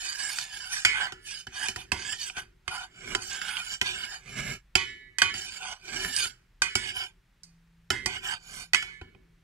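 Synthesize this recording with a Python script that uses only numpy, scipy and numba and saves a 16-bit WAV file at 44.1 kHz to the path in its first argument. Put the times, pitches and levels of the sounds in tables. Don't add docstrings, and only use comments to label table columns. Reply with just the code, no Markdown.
import sys
import numpy as np
from scipy import signal
from scipy.fft import rfft, irfft, next_fast_len
from scipy.io import wavfile
from scipy.ndimage import uniform_filter1d, map_coordinates
from numba import njit

SR = 44100
rng = np.random.default_rng(int(sys.argv[2]) if len(sys.argv) > 2 else 0)


def dump_mix(stems):
    frames = np.atleast_2d(stems).T
    limited = np.clip(frames, -1, 1)
    pcm = np.round(limited * 32767).astype(np.int16)
    wavfile.write(sys.argv[1], SR, pcm)


N = 415863

# (time [s], clack [dB], thud [dB], tick [dB], clack pitch [Hz], ring over clack [dB])
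KNOCKS = [ (0.384, -25, -55.5, -30, 1670, -1.5), (0.848, -9.5, -32, -19.5, 2070, 6),
          (1.006, -34.5, -60, -52, 1510, 20.5), (1.12, -35, -39.5, -43, 1450, -14),
          (1.467, -33.5, -38.5, -44, 1640, -2), (1.683, -27, -37.5, -27.5, 2470, -20),
          (1.759, -30, -35, -35, 1720, -10), (1.917, -19.5, -26, -28, 2610, 1),
          (2.297, -32.5, -54, -57, 2670, -20), (2.366, -36, -39.5, -46, 1484, -15),
          (2.677, -26, -36.5, -38, 1350, 5), (3.148, -18.5, -28, -29.5, 1410, -14),
          (3.414, -28.5, -52, -39, 1610, -28.5), (3.567, -26, -56, -44, 2800, -7),
          (3.812, -16, -29, -27, 2060, -23), (4.752, -10.5, -22.5, -19.5, 2520, 4.5),
          (5.183, -24, -50.5, -26.5, 1580, 10), (5.217, -10.5, -32.5, -22, 1510, 4.5),
          (5.339, -35, -39, -39, 1950, 17), (6.046, -27, -36.5, -40, 1440, -3),
          (6.162, -49, -66, -23.5, 2500, -14.5), (6.253, -30, -41, -51, 1490, -9.5),
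          (6.618, -15.5, -39, -21, 1490, 5.5), (6.752, -21, -24.5, -23, 2230, 6),
          (7.432, -62, -71, -46, 2235, 4), (7.902, -19, -26, -24, 1710, 1),
          (8.058, -25.5, -27.5, -24.5, 1780, 8.5), (8.732, -18.5, -33.5, -24, 1900, 9),
          (8.744, -13.5, -60, -24, 1980, 2), (8.823, -30, -50, -40, 1450, 2),
          (9.012, -40.5, -32.5, -60, 1487, -2), (9.146, -57, -45.5, -79, 2440, -12), ]
# (pitch [Hz], width [Hz], gain [dB])
POT_MODES = [(75.8, 51, 0.5), (129, 58, 1.5), (171.7, 55, -1.5), (245, 41, -6), (371.4, 25, 1.5)]
HOLLOW_MODES = [(750.5, 45, -2), (876, 70, -6.5), (1004.4, 21, 2)]
UTENSIL_MODES = [(2173, 51, -5.5), (2462, 100, -4), (2764, 210, -7.5), (3009, 70, 4), (3232, 260, -5.5),
                 (3643, 200, -8.5)]
EDGE_MODES = [(4440, 840, -5), (4786, 350, 1), (5350, 340, -5), (6243, 530, -7), (6860, 540, -4),
              (8015, 1820, -5.5), (9090, 1330, -6.5), (13000, 3500, -28.5)]
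# (low edge [Hz], high edge [Hz])
REGISTERS = [(22, 520), (560, 1250), (1250, 4200), (3600, 15000)]
MODE_SETS = [POT_MODES, HOLLOW_MODES, UTENSIL_MODES, EDGE_MODES]
KNOCK_DELAY_S = .0015


def stirring(bite_db_per_s=482.5, release_db_per_s=421.5, sweep_rise_s=.2, sweep_rise_db=22.5):
    # (start [s], length [s], rasp [dB], swell [dB], groan over rasp [dB],
    # hollow over rasp [dB], hiss over rasp [dB], groan from [Hz], groan to [Hz])
    scrapes = [ (0.0, .15, -44.5, -1, 1.5, -16, 5, 1730, 1600),
               (0.194, 0.24, -43.5, -2, 2, -12.5, 5, 1645, 1750),
               (0.424, 0.3, -47, 3, 1, -11, 1, 1650, 1485),
               (0.729, 0.1, -44.5, -4.5, 7.5, -13.5, 7, 1770, 1640),
               (0.953, 0.053, -39, 2, 5.5, -12, -13, 1520, 1533),
               (1.022, 0.048, -40, -10.5, 7, -1.5, -6.5, 1580, 1526),
               (1.274, 0.13, -46.5, -0.5, -5, -24.5, 2, 1730, 1560),
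               (1.55, 0.14, -42.5, 1, 2.5, -11, -1, 1630, 1645),
               (1.783, 0.024, -46, 2, -7, -12, -4.5, 1660, 1540),
               (1.976, 0.16, -44.5, 13.5, -1, -15, 0.5, 1520, 1780),
               (2.207, 0.082, -44, -1.5, -3.5, -21.5, 4, 1790, 1560),
               (2.383, 0.038, -48, -13.5, 4, -9.5, -3.5, 1525, 1530),
               (2.728, 0.11, -46.5, -7.5, 5, -1, -2.5, 1404, 1495),
               (3.222, 0.13, -49.5, 4, -4, -12.5, 7, 1520, 1560),
               (3.321, 0.28, -42, 1.5, 1, -13.5, -4, 1600, 1440),
               (3.634, 0.096, -44.5, 18.5, -3.5, -16, -0.5, 1470, 1564),
               (3.86, 0.19, -39.5, -1.5, -2, -15.5, -5.5, 1650, 1506),
               (4.094, 0.051, -46.5, 4.5, 7, -7, 3, 1670, 1675),
               (5.355, 0.22, -47.5, -1, -5, -15.5, 0.5, 1680, 1510),
               (5.613, 0.12, -45, 4.5, -0.5, -4.5, -4, 1500, 1440),
               (6.131, 0.11, -37, 7.5, -3, -23, 3, 1760, 1464),
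               (6.785, .13, -41, 7, -6.5, -21.5, -7.5, 1770, 1615),
               (6.962, 0.081, -36.5, -5, -5, -11.5, -6.5, 1580, 1556),
               (8.097, 0.072, -38.5, 2, -5, -14.5, -9.5, 1600, 1513),
               (8.244, 0.094, -39.5, 3.5, 0.5, -10.5, -5.5, 1645, 1504), ]
    # (start [s], length [s], rasp [dB], rumble over rasp [dB], hiss over rasp [dB])
    sweeps = [(2.919, 0.22, -43, -5, -5), (4.209, 0.33, -42.5, -1.5, -3.5), (5.805, 0.289, -40, -8.5, -1),
              (8.393, 0.23, -48.5, -9, 3)]
    t = np.arange(N) / SR
    power, pitches = np.full((5, N), 1e-12), []

    def stroke(start, length, hold_db, hiss_db, rumble_db=-20.5, hollow_db=-11, groan_db=-.5):
        fade_db = bite_db_per_s * np.maximum(start - t, 0)
        fade_db += release_db_per_s * np.maximum(t - start - length, 0)
        heard = fade_db < 80
        shares = from_db([rumble_db, hollow_db, 0, hiss_db, groan_db])
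        power[:, heard] += np.outer(shares, from_db((hold_db - fade_db)[heard])) ** 2

    for start, length, db, swell_db, groan_db, hollow_db, hiss_db, from_hz, to_hz in scrapes:
        along = np.clip((t - start) / length, 0, 1)
        stroke(start, length, db + swell_db * (along - .5), hiss_db, hollow_db=hollow_db, groan_db=groan_db)
        pitches += [(start, from_hz), (start + length, to_hz)]
    for start, length, db, rumble_db, hiss_db in sweeps:
        speed = np.clip((t - start) / sweep_rise_s, 0, 1)
        stroke(start, length, db - sweep_rise_db * (1 - speed) ** 2, hiss_db, rumble_db)
    levels_db = 10 * np.log10(power) + 1.9 * drift(8.7)
    return (*levels_db, np.interp(t, *np.transpose(sorted(pitches))))


def friction(per_s=6000, spread_db=2.5, judder_db=.48):
    slips = (rng.random(N) < per_s / SR) * rng.choice([-1, 1], N)
    sizes = from_db(spread_db * np.minimum(rng.exponential(1, N), 4))
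    return slips * sizes * from_db(judder_db * drift(70)) + 1e-18


def scraping(rumble_db, hollow_db, rasp_db, hiss_db, groan_db, groan_hz, wander_db=3, groan_width_hz=70):
    # (low edge [Hz], high edge [Hz])
    rub_bands = [(100, 160), (560, 1100), (1950, 2500), (3600, 8350)]
    slips = friction()
    flatness = .5 + .5 * np.tanh((uniform_filter1d(rumble_db - rasp_db, size=4000) + 9) / 6)

    def rub(sound, band):
        broad = from_db(-4) * rms_one(confine(slips, band))
        return level_out(np.sqrt(1 - flatness) * level_out(sound) + np.sqrt(flatness) * broad)

    angle = 2 * np.pi * groan_hz * (1 + .0092 * drift(25)) / SR
    groan = confine(glide(slips, angle, np.exp(-np.pi * groan_width_hz / SR)), (1150, 2200))
    out = rub(groan, (1150, 2100)) * from_db(groan_db - 1)
    levels = [rumble_db, hollow_db, rasp_db, hiss_db]
    for modes, edges, band, level_db in zip(MODE_SETS, REGISTERS, rub_bands, levels):
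        sound = sum((-1) ** k * resonate(slips * from_db(db + wander_db * drift(7.63)), hz, width)
                    for k, (hz, width, db) in enumerate(modes))
        out += rub(confine(sound, edges), band) * from_db(level_db)
    return out


def knocks(damping=1.44, thud_cut_hz=300, blow_db=-1.5):
    t = np.arange(SR // 2) / SR
    # (burst t60 [s], trim [dB], chatter [dB], chatter t60 [s])
    contacts = [(.071, -8.5, -10.5, .85), (.0076, -11, -11, .17),
                (.015, -3, -21.5, .38), (.06, -1.5, -13.5, .39)]
    out = np.zeros(N + len(t))
    for s, clack_db, thud_db, tick_db, clack_hz, _ in KNOCKS:
        hollow_db = thud_db + .48 * (clack_db - thud_db) - 4
        levels = [thud_db, hollow_db, clack_db, tick_db]
        at = round((s + KNOCK_DELAY_S) * SR)
        for modes, edges, level_db, contact in zip(MODE_SETS, REGISTERS, levels, contacts):
            t60, trim_db, chatter_db, chatter_t60 = contact
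            envelope = from_db(-60 * t / t60) + from_db(chatter_db - 60 * t / chatter_t60)
            force = rng.standard_normal(len(t)) * envelope
            force[0] += from_db(blow_db) * np.linalg.norm(force)
            if modes is POT_MODES:
                force = butterworth(force, 1, thud_cut_hz, "low")
            sound = sum((-1) ** k * from_db(db) * resonate(force, hz, damping * width)
                        for k, (hz, width, db) in enumerate(modes))
            if modes is UTENSIL_MODES:
                sound -= from_db(4) * resonate(force, clack_hz, width_hz=140)
                sound -= resonate(force, 1490, width_hz=190)
            sound = confine(sound, edges)
            loudest = np.sqrt(uniform_filter1d(sound ** 2, size=256).max())
            out[at:at + len(t)] += sound / loudest * from_db(level_db + trim_db)
    return out[:N]


def wall_ring(rasp_db, level_db=-24, scatter_db=4, mute_db_per_s=100, firm_db=-38, touch_db=4):
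    # (pitch [Hz], gain [dB], t60 [s])
    wall_modes = [(398, -28, .6), (926, -14, .35), (1127, -11, .34), (1458, -3, .22), (1733, -10, .9),
                  (1950, -7, .8), (2086, -7, .62), (2137, -10, .75), (2240, -7, .8), (2432, -7, .4),
                  (2466, -5, .45), (2993, -4, .55), (3030, -6, .33), (3133, -11, .5), (3230, -11, .37),
                  (3344, -10, .4), (3470, -9, .42), (3811, -15, .65), (4130, -15, .55), (4274, -15, .6),
                  (4667, -14, .39), (5125, -19, .28), (5254, -19, .28), (6627, -22, .5), (6815, -18, .42),
                  (7666, -16, .23), (8204, -16, .2), (8963, -15, .15)]
    s, clack_db, _, _, clack_hz, ring_db = np.transpose(KNOCKS)
    at = np.round((s + KNOCK_DELAY_S) * SR).astype(int)
    touches = uniform_filter1d(np.searchsorted(s, np.arange(N) / SR + .005).astype(float), size=400)
    pressed_s = np.cumsum(from_db(np.minimum(rasp_db - firm_db, 0))) / SR
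    muting = from_db(-touch_db * touches - mute_db_per_s * pressed_s)
    chance_db = scatter_db * rng.standard_normal((len(s), len(wall_modes)))
    out = np.zeros(N)
    for k, (hz, db, t60) in enumerate(wall_modes):
        favour_db = 3 * np.exp(-np.log2(hz / clack_hz) ** 2)
        blows = np.full(N, 1e-18)
        blows[at] = from_db(level_db + clack_db + ring_db + db + favour_db + chance_db[:, k])
        blows /= muting
        r, angle = from_db(-60 / (t60 * SR)), 2 * np.pi * hz / SR
        out += (-1) ** k * signal.lfilter([0, np.sin(angle)], [1, -2 * r * np.cos(angle), r * r], blows)
    return out * muting


def rocking(rumble_db, drag_share_db=-6, thud_share_db=-23, hardest_db=-32, t60=.58, steady_db=-67):
    # (pitch [Hz], width [Hz], gain [dB])
    hob_modes = [(35, 10, 5), (64, 16, -8.5), (115, 30, -6.5)]
    pushes = np.zeros(N)
    for s, clack_db, thud_db, *_ in KNOCKS:
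        push_db = min((clack_db + thud_db) / 2, hardest_db)
        pushes[round(s * SR)] = from_db(push_db + thud_share_db) ** 2
    knock_energy = signal.lfilter([1], [1, -from_db(-120 / (t60 * SR))], pushes + 1e-18)
    energy = knock_energy + from_db(rumble_db + drag_share_db) ** 2 + from_db(steady_db) ** 2
    force = rng.standard_normal(N)
    shake = sum(from_db(db) * resonate(force, hz, width) for hz, width, db in hob_modes)
    return rms_one(confine(shake, (20, 170))) * np.sqrt(energy)


def kitchen(x, pot_t60=.02, room_db=-18, room_t60=.062, lag_s=.00006, lag_wander_s=.00005):
    # (frequency [Hz], left minus right [dB])
    balance = [(100, 0.5), (350, -0.5), (750, -7.5), (1400, -3.5), (2200, -10.5), (4500, -5.5), (8000, -8),
               (12000, 0.5)]
    t = np.arange(SR // 2) / SR

    def echoes(t60):
        tail = rms_one(rng.standard_normal((2, len(t))) * from_db(-60 * t / t60)) / np.sqrt(len(t))
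        return signal.oaconvolve(x[None], butterworth(tail, 2, 260, "high"), axes=1)[:, :N]

    turn = np.pi * drift(2.5)
    left_lag_s = lag_s + lag_wander_s * drift(.8)
    in_pot = np.cos(turn) * echoes(pot_t60) + np.sin(turn) * echoes(pot_t60)
    direct = np.array([map_coordinates(x, [np.arange(N) - left_lag_s * SR], order=3), x])
    left, right = .78 * direct + .6 * in_pot + from_db(room_db) * echoes(room_t60)
    return np.array([colour(left, [(hz, db / 2) for hz, db in balance]),
                     colour(right, [(hz, -db / 2) for hz, db in balance])])


def appliance_hum(hz=167, waver_db=.6):
    # (time [s], level [dB])
    hum_levels = [(0, -91), (7.3, -96), (7.45, -63), (8.5, -67.5), (9.43, -66.5)]
    t = np.arange(N) / SR
    level_db = np.interp(t, *np.transpose(hum_levels)) + waver_db * drift(5.4)
    return np.sqrt(2) * np.sin(2 * np.pi * hz * t) * from_db(level_db)


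def room_air(level_db=-66, apart_db=-4):
    # (frequency [Hz], relative density [dB])
    spectrum = [(15, -39), (25, -13), (53, 0), (71, -32), (118, -22.5), (135, -26.5), (150, -21),
                (172, -12.5), (202, -28.5), (655, -34.5), (1860, -29.5), (10300, -48), (15000, -51.5)]
    apart = from_db(apart_db) * butterworth(rng.standard_normal((2, N)), 1, 450, "high")
    return from_db(level_db) * rms_one(colour(rng.standard_normal(N) + apart, spectrum))


def from_db(db):
    return 10 ** (np.asarray(db) / 20)


def rms_one(x):
    return x / np.sqrt(np.mean(x ** 2) + 1e-20)


def level_out(x):
    return x / np.sqrt(np.abs(uniform_filter1d(x ** 2, size=2200)) + 1e-20)


def colour(x, points):
    hz, db = np.transpose(points)
    size = next_fast_len(N + 8192)
    bins_hz = np.maximum(np.arange(size // 2 + 1) * SR / size, 1)
    gain = from_db(np.interp(np.log(bins_hz), np.log(hz), db))
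    return irfft(rfft(x, size) * gain, size)[..., :N]


def drift(rate_hz):
    step, settle = 40, 2000
    r = np.exp(-2 * np.pi * rate_hz * step / SR)
    slow = signal.lfilter([1], [1, -2 * r, r * r], rng.standard_normal(N // step + settle + 2))[settle:]
    return np.interp(np.arange(N) / step, np.arange(len(slow)), rms_one(slow))


def resonate(x, hz, width_hz):
    r = np.exp(-np.pi * width_hz / SR)
    feedback = [1, -2 * r * np.cos(2 * np.pi * hz / SR), r * r]
    return signal.lfilter(np.array([1, 0, -1]) * (1 - r * r) / 2, feedback, x)


@njit
def glide(x, angle, r):
    y = np.zeros(len(x))
    for i in range(2, len(x)):
        y[i] = (1 - r * r) / 2 * (x[i] - x[i - 2]) + 2 * r * np.cos(angle[i]) * y[i - 1] - r * r * y[i - 2]
    return y


def butterworth(x, order, hz, kind):
    return signal.sosfilt(signal.butter(order, hz, kind, fs=SR, output="sos"), x)


def confine(x, edges_hz):
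    return butterworth(x, 2, edges_hz, "band")


def scene():
    rumble_db, hollow_db, rasp_db, hiss_db, groan_db, groan_hz = stirring()
    scrapes = scraping(rumble_db, hollow_db, rasp_db, hiss_db, groan_db, groan_hz)
    pot = from_db(2) * scrapes + from_db(3.5) * knocks() + wall_ring(rasp_db)
    return kitchen(pot) + rocking(rumble_db) + room_air() + appliance_hum()


def record(dry):
    return signal.sosfilt(signal.ellip(10, .1, 80, 15600, fs=SR, output="sos"), np.clip(dry, -1, 1))


dry = scene()
out = record(dry)
dump_mix(out)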